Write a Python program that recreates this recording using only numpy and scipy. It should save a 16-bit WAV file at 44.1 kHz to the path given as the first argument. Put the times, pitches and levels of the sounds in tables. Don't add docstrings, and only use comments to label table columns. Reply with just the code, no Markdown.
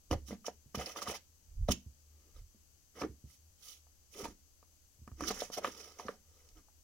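import sys
import numpy as np
from scipy import signal
from scipy.fft import rfft, irfft, next_fast_len
from scipy.io import wavfile

SR = 44100
rng = np.random.default_rng(int(sys.argv[2]) if len(sys.argv) > 2 else 0)


def to_wav(s):
    ch = np.atleast_2d(s).T
    pcm = np.round(np.clip(ch, -1, 1) * 32767)
    wavfile.write(sys.argv[1], SR, pcm.astype(np.int16))


N = 301203


def from_db(db):
    return 10 ** (np.asarray(db) / 20)


def rms_one(x):
    return x / np.sqrt(np.mean(x ** 2) + 1e-20)


def at_hz(points, hz):
    freq, value = np.transpose(points)
    return np.interp(np.log(np.maximum(hz, 1)), np.log(freq), value)


def colour(x, spectrum):
    size = next_fast_len(N + 4096)
    gain = from_db(at_hz(spectrum, np.fft.rfftfreq(size, 1 / SR)))
    return irfft(rfft(x, size) * gain, size)[..., :N]


def band(x, low_hz, high_hz, order=2):
    edges = [low_hz, min(high_hz, SR / 2 - 1)]
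    return signal.sosfilt(signal.butter(order, edges, "band", fs=SR, output="sos"), x)


def resonate(x, hz, width_hz):
    r = np.exp(-np.pi * width_hz / SR)
    feedback = [1, -2 * r * np.cos(2 * np.pi * hz / SR), r * r]
    return signal.lfilter(np.array([1, 0, -1]) * (1 - r * r) / 2, feedback, x)


def stereo(mid, side, likeness):
    shared = np.sqrt(1 + likeness) * mid
    opposed = np.sqrt(1 - likeness) * side * [[1], [-1]]
    return (shared + opposed) / np.sqrt(2)


def add(track, s, sound):
    at = int(s * SR)
    track[:, at:at + sound.shape[1]] += sound[:, :N - at]


# (frequency [Hz], relative level [dB per Hz])
ROOM_RUMBLE = [(20, 1), (45, 2.5), (62, -1), (76, 15), (95, -3), (140, -11.5), (300, -15), (600, -25),
               (1200, -61), (3000, -38)]
# (frequency [Hz], level [dB])
LEFT_SELF_NOISE = [(500, -13.5), (2100, -18), (3000, -11.5), (3700, -18), (4800, -6), (5400, -11),
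                   (6100, -0.5), (7000, -6.5), (8100, -6.5), (9000, -16.5), (11700, -8.5), (13500, -13.5),
                   (16000, -11)]
RIGHT_SELF_NOISE = [(500, -9.5), (2200, -18.5), (5200, -14), (6200, -10), (7000, -13.5), (8000, -31.5),
                    (10500, -18), (16000, -20.5)]


def background(rumble_db=-67.5, hiss_db=-56):
    rumble = rms_one(colour(stereo(*rng.standard_normal((2, N)), likeness=0.69), ROOM_RUMBLE))
    spectra = LEFT_SELF_NOISE, RIGHT_SELF_NOISE
    hiss = np.array([colour(rng.standard_normal(N), spectrum) for spectrum in spectra])
    return from_db(rumble_db) * rumble + from_db(hiss_db) * hiss


# (frequency [Hz], width [Hz], level over direct [dB])
BAG_MODES = [(68.9, 11, 21), (200, 20, 4), (263.7, 26.7, 4.5), (311, 19, -8.5), (460, 29, -6.5),
             (560, 59, 5.5), (600, 24.2, -14.5), (783, 45, -12), (1005, 20, -9), (1135, 127, 0),
             (1530, 61, -2.5), (1770, 120, -7), (1900, 96, -7), (2573, 59, 10), (2843, 98, 0.5),
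             (3010, 81, 6.5), (3480, 64, -32.5), (5200, 40.1, -4), (5280, 90, -2)]
# (frequency [Hz], time to fall 60 dB [s])
ROOM_DECAY = [(100, 0.54), (300, 0.21), (800, 0.05), (2000, 0.22), (5000, 0.23), (16000, 0.1284)]
# (frequency [Hz], left-right correlation [-1 to 1])
PORT_LIKENESS = [(60, 0.84), (600, 0.81), (1400, 0.36), (3000, 0.337), (6000, 0), (16000, 0.35)]


def bag_response(scatter_db, scatter_t60, tilt_db, room_db, count=12000):
    t, click = np.arange(count) / SR, signal.unit_impulse(count)
    body = click + sum(from_db(db) * resonate(click, hz, width) for hz, width, db in BAG_MODES)
    tail = 0
    for low in 125 * 2. ** np.arange(8):
        hz = low * np.sqrt(2)
        noise = band(rng.standard_normal((2, count)), low, 2 * low)
        noise = stereo(*noise, at_hz(PORT_LIKENESS, hz))
        scatter = scatter_db + tilt_db * np.log2(hz / 1000), scatter_t60
        room = room_db, at_hz(ROOM_DECAY, hz)
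        for db, t60 in scatter, room:
            fade = from_db(-60 * t / t60) * (1 - np.exp(-t / 0.00011))
            tail = tail + from_db(db) * noise * fade / np.linalg.norm(fade)
    return body + tail


def blow(response, hz, damping, top_ratio, crack_db, count=6000):
    swing = resonate(signal.unit_impulse(count), hz, damping * hz)
    pulse = band(swing, hz / (2.0 + 3.2 * damping), hz * top_ratio, order=3)
    pulse = pulse + from_db(crack_db) * swing
    sound = signal.fftconvolve(response, pulse[None], axes=1)
    return sound / np.abs(sound).max()


# (time [s], peak level [dB], pitch of the struck spot [Hz], damping [width / pitch])
BEAK_AND_CLAW_TAPS = [(.1118, -24.5, 520, 2.9), (0.1121, -33, 2930, 0.052), (.129, -29.5, 900, .5),
                      (0.28, -56, 2480, 0.86), (0.308, -37, 398, 1.7), (.329, -37, 600, 0.54),
                      (0.445, -47, 1250, 0.18), (0.482, -25.5, 664, 0.46), (0.748, -30.5, 644, 2.5),
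                      (.860, -35, 5030, 0.054), (.961, -33, 1120, 0.65), (1.019, -32.5, 1150, 0.35),
                      (1.073, -32, 1260, 0.32), (1.129, -41, 2200, 1.4), (1.686, -22.5, 650, 0.17),
                      (1.689, -31.5, 1190, .15), (3.016, -29, 610, 1.2), (3.018, -33.5, 2180, .25),
                      (3.0205, -30, 970, 0.68), (3.036, -32.5, 1400, 0.36), (3.046, -37, 340, 0.69),
                      (3.868, -61, 815, 0.16), (4.141, -47, 2540, .8), (4.254, -33.5, 907, 0.12),
                      (4.628, -53, 804, 1.3), (5.077, -42, 880, 3.7), (5.116, -52.5, 900, 1.7),
                      (5.2077, -28.5, 770, 4.6), (5.22, -39, 298, 0.083), (5.237, -32.5, 1500, .15),
                      (5.3075, -27.5, 475, 0.92), (5.313, -29.5, 810, 0.72), (5.42, -25, 640, 0.39),
                      (5.501, -38, 550, 1.8), (5.585, -32.5, 607, 0.18), (5.646, -19, 1240, 0.75),
                      (5.675, -33, 920, 1.5), (5.682, -35, 373, 0.5), (5.997, -33, 920, 0.22),
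                      (6.0836, -27, 1420, 0.38), (6.09, -31.5, 482, .45), (6.489, -48.5, 6200, 1),
                      (6.684, -58.5, 830, 0.068)]
# (delay [s], level [dB], pitch [ratio])
TAP_PARTS = (
    (0, 0, 1),
    (0, -8.5, 1.79),
    (0.00399, -13, 0.796))


def taps():
    out = np.zeros((2, N))
    response = bag_response(scatter_db=-1.5, scatter_t60=0.022, tilt_db=2.0, room_db=-4)
    for s, db, hz, damping in BEAK_AND_CLAW_TAPS:
        for delay, part_db, pitch in TAP_PARTS:
            hit = blow(response, hz * pitch, damping, top_ratio=1.87, crack_db=-19.5)
            add(out, s + delay, from_db(db + part_db) * hit)
    return out


# (time [s], peak level [dB], pitch [Hz])
FOOTSTEPS = [(.113, -35, 100), (0.15, -39, 101), (.217, -54, 67.5), (0.314, -52, 175), (0.659, -58.5, 125),
             (0.774, -39.5, 157), (1.081, -44.5, 182), (1.688, -30.5, 154), (1.700, -28.5, 232),
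             (1.862, -49, 105), (2.546, -62.5, 200), (3.02, -44.5, 200), (3.093, -50.5, 107),
             (3.24, -50.5, 126), (4.229, -47.5, 180), (4.991, -60, 98), (5.017, -54, 108),
             (5.075, -52.5, 200), (5.116, -48.5, 105), (5.218, -52, 113), (6.052, -48, 214)]


def steps():
    out = np.zeros((2, N))
    response = bag_response(scatter_db=-4.5, scatter_t60=0.15, tilt_db=-3.0, room_db=-8.5)
    for s, db, hz in FOOTSTEPS:
        add(out, s, from_db(db) * blow(response, hz, damping=0.44, top_ratio=3.3, crack_db=-40))
    return out


def swell(s, length, db):
    rise = length * 0.47
    fall = length - rise
    start, end = max(0, int((s - np.pi * rise) * SR)), min(N, int((s + np.pi * fall) * SR))
    at = np.arange(start, end)
    t = at / SR - s
    drop = np.where(t < 0, np.abs(t / rise) ** 2.4, (t / fall) ** 2)
    return at, from_db(db) * np.exp(-drop)


def play(texture, movements):
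    out = np.zeros(N)
    for movement in movements:
        at, gain = swell(*movement)
        out[at] += gain * texture[at]
    return out


def slips(per_s, spread_db, smooth_db):
    sizes = from_db(spread_db * np.minimum(rng.exponential(1, N), 3)) * rng.choice([-1, 1], N)
    clicks = rms_one(sizes * (rng.random(N) < per_s / SR))
    return clicks + from_db(smooth_db) * rng.standard_normal(N)


def crinkles(per_s, damping, low_hz, high_hz, count=18):
    snaps = (rng.random(N) < per_s / SR) * rng.uniform(-1.03, 1, N) + 1e-18
    crease, out = rng.integers(0, count, N), 0
    for k, hz in enumerate(np.geomspace(low_hz, high_hz, count)):
        out = out + resonate(snaps * (crease == k), hz, damping * hz) / np.sqrt(hz)
    return rms_one(out)


# (frequency [Hz], relative level [dB per Hz])
SLIDING_FRICTION = [(2000, -10.5), (3000, -4), (4000, -15.5), (5500, -8.5), (7500, -15.5), (10000, -17.5),
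                    (16000, -20)]


def fibre_hiss(crinkle_db):
    friction = colour(slips(per_s=3000, spread_db=2.0, smooth_db=-7.0), SLIDING_FRICTION)
    smooth = rms_one(band(friction, 2300, 17000, order=3))
    snaps = crinkles(per_s=120, damping=0.068, low_hz=1510, high_hz=8880)
    return smooth + from_db(crinkle_db) * snaps


def judder(count, per_s=130, spread_db=3):
    knots = rng.standard_normal(400)
    curve = np.interp(np.arange(count) * per_s / SR, np.arange(len(knots)), knots)
    return from_db(spread_db * curve)


# (time of the peak [s], length [s], level [dB], brightness [dB], pitch of the touched panel [Hz])
DRAGS = [(.117, 0.019, -40.5, -1.5, 283), (.133, 0.016, -40, -3.5, 536), (.318, 0.053, -52, -3.5, 220),
         (.467, 0.038, -50.5, 5.5, 720), (.752, 0.011, -39, 4, 200), (.802, 0.054, -43, 0.5, 610),
         (.885, 0.088, -50.5, 4, 590), (.977, 0.037, -44.5, 2, 590), (1.024, 0.03, -48, 6, 550),
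         (1.094, 0.064, -42, 2, 635), (1.153, 0.03, -47.5, 7.5, 770), (1.691, 0.018, -41.5, 1, 565),
         (1.715, 0.017, -37.5, 8, 255.7), (2.25, 0.31, -79.5, -0.5, 355), (2.377, .055, -70.5, 3, 497),
         (2.978, 0.057, -58, 2, 413), (3.012, 0.047, -50.5, 0, 547), (3.044, 0.036, -56, -13.5, 326),
         (4.205, 0.1, -52.5, -2, 405), (4.247, 0.02, -48, 2, 810), (4.283, 0.069, -61, -1.5, 300.5),
         (5.243, 0.096, -48, 1.5, 312), (5.283, 0.026, -42.5, 7, 320), (5.31, 0.014, -40.5, -0.5, 776),
         (5.39, 0.14, -51.5, 7, 514), (5.54, 0.038, -52.5, 12.5, 756), (5.579, 0.019, -38, 0.5, 625),
         (5.657, .065, -45, 0.5, 540), (5.815, .22, -57.5, 4.5, 460), (6.0, .026, -54.5, 1, 540),
         (6.065, 0.14, -58.5, 0, 577), (6.39, 0.27, -73.5, 3.5, 490), (6.58, 0.04, -67.5, -2, 303)]
DRONE_DB, RASP_DB, FIBRE_DB, CRACKLE_DB = -1.5, -8, -7.5, -8
RASP_HZ, RASP_SPREAD_OCTAVES = 1305, 0.31
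BRUSH_BRIGHT_DB, BRUSH_PANEL_HZ = 13.5, 520


def scrapes(count=16000):
    response = bag_response(scatter_db=-2.5, scatter_t60=0.031, tilt_db=4.0, room_db=-2.0)

    def loudness(x):
        return np.sqrt(np.sum(signal.fftconvolve(x[:count], response.mean(0)) ** 2) / count)

    rough = slips(per_s=900, spread_db=4.5, smooth_db=-2.0)
    low, middle = band(rough, 120, 820), band(rough, 782, 2700, order=3)
    hiss = stereo(*[fibre_hiss(crinkle_db=-3.5) for _ in range(2)], likeness=0.34)
    hiss = hiss / loudness(hiss[0])
    crackle = crinkles(per_s=170, damping=0.11, low_hz=633, high_hz=2850)
    crackle = from_db(CRACKLE_DB) * crackle / loudness(crackle)

    out = np.zeros((2, N))
    strokes = list(DRAGS) + [(*brush, BRUSH_BRIGHT_DB, BRUSH_PANEL_HZ) for brush in FEATHER_BRUSHES]
    for s, length, level_db, bright_db, drone_hz in strokes:
        crease, spot = rng.random(2)
        at, gain = swell(s, length, level_db)
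        tint_hz = 2500 * (9000 / 2500) ** crease
        tinted = hiss[:, at] + from_db(-2) * resonate(hiss[:, at], tint_hz, tint_hz / 4)
        out[:, at] += from_db(FIBRE_DB + bright_db) * gain * judder(len(at)) * tinted
        out[:, at] += gain * crackle[at]
        rasp_hz = RASP_HZ * 2 ** (RASP_SPREAD_OCTAVES * (2 * spot - 1))
        drone = low, drone_hz, DRONE_DB - bright_db, .33
        rasp = middle, rasp_hz, RASP_DB, .45
        for friction, hz, db, damping in drone, rasp:
            ringing = resonate(friction, hz, damping * hz)
            out[:, at] += from_db(db) * gain * judder(len(at)) * ringing[at] / loudness(ringing)
    return signal.fftconvolve(response, out, axes=1)[:, :N]


# (frequency [Hz], width [Hz], relative level [dB])
WALL_MODES = [(33, 17, 6.5), (73.9, 12, 0.5)]
# (time of the peak [s], length [s], level [dB])
WALL_SWAYS = [(0.144, 0.094, -55), (1.54, 0.11, -61.5), (1.613, 0.069, -41), (1.7, 0.1, -52.5),
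              (2.403, 0.11, -60), (4.273, .13, -67), (5.29, 0.33, -66.5), (6.56, .14, -71)]


def sway():
    t, flap = np.arange(N) / SR, 0
    for hz, width, db in WALL_MODES:
        wander = np.cumsum(rng.standard_normal(N)) * np.sqrt(2 * np.pi * width / SR)
        flap = flap + from_db(db) * np.sin(2 * np.pi * hz * t + wander)
    return play(rms_one(band(flap, 16, 150, order=4)), WALL_SWAYS)


# (time of the peak [s], length [s], level [dB])
FEATHER_BRUSHES = [(0.283, 0.04, -68.5), (3.319, 0.084, -76.5), (3.683, 0.14, -67), (4.136, 0.04, -72.5),
                   (4.202, 0.076, -68)]
SIZZLE_DB = 11


def feathers():
    sizzle = np.array([slips(per_s=1600, spread_db=3, smooth_db=-10) for _ in range(2)])
    sides = band(sizzle, 4800, SR / 2)
    return from_db(SIZZLE_DB) * np.array([play(rms_one(side), FEATHER_BRUSHES) for side in sides])


# (frequency [Hz], level [dB])
LEFT_PORT_COLOUR = [(60, 8.5), (400, 1.5), (1300, -1.5), (2400, 0), (4200, 1.5), (5200, -4), (6200, -3.5),
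                    (8000, -4), (9500, -3.5), (16000, -5.5)]
RIGHT_PORT_COLOUR = [(60, 11.5), (400, 3), (1300, 0.5), (2400, -3.5), (4200, 5), (5000, 4), (6300, 9.5),
                     (8000, -3.5), (10300, 5), (12500, -1), (16000, 2)]
PORT_LAG_SAMPLES = 2


def scene():
    left, right = taps() + steps() + scrapes() + sway() + feathers()
    right = np.roll(right, PORT_LAG_SAMPLES)
    bird = np.array([colour(left, LEFT_PORT_COLOUR), colour(right, RIGHT_PORT_COLOUR)])
    return bird + background()


def record(dry, cutoff_hz=15900):
    return signal.sosfilt(signal.ellip(12, .1, 80, cutoff_hz, fs=SR, output="sos"), dry)


dry = scene()
out = record(dry)
to_wav(out)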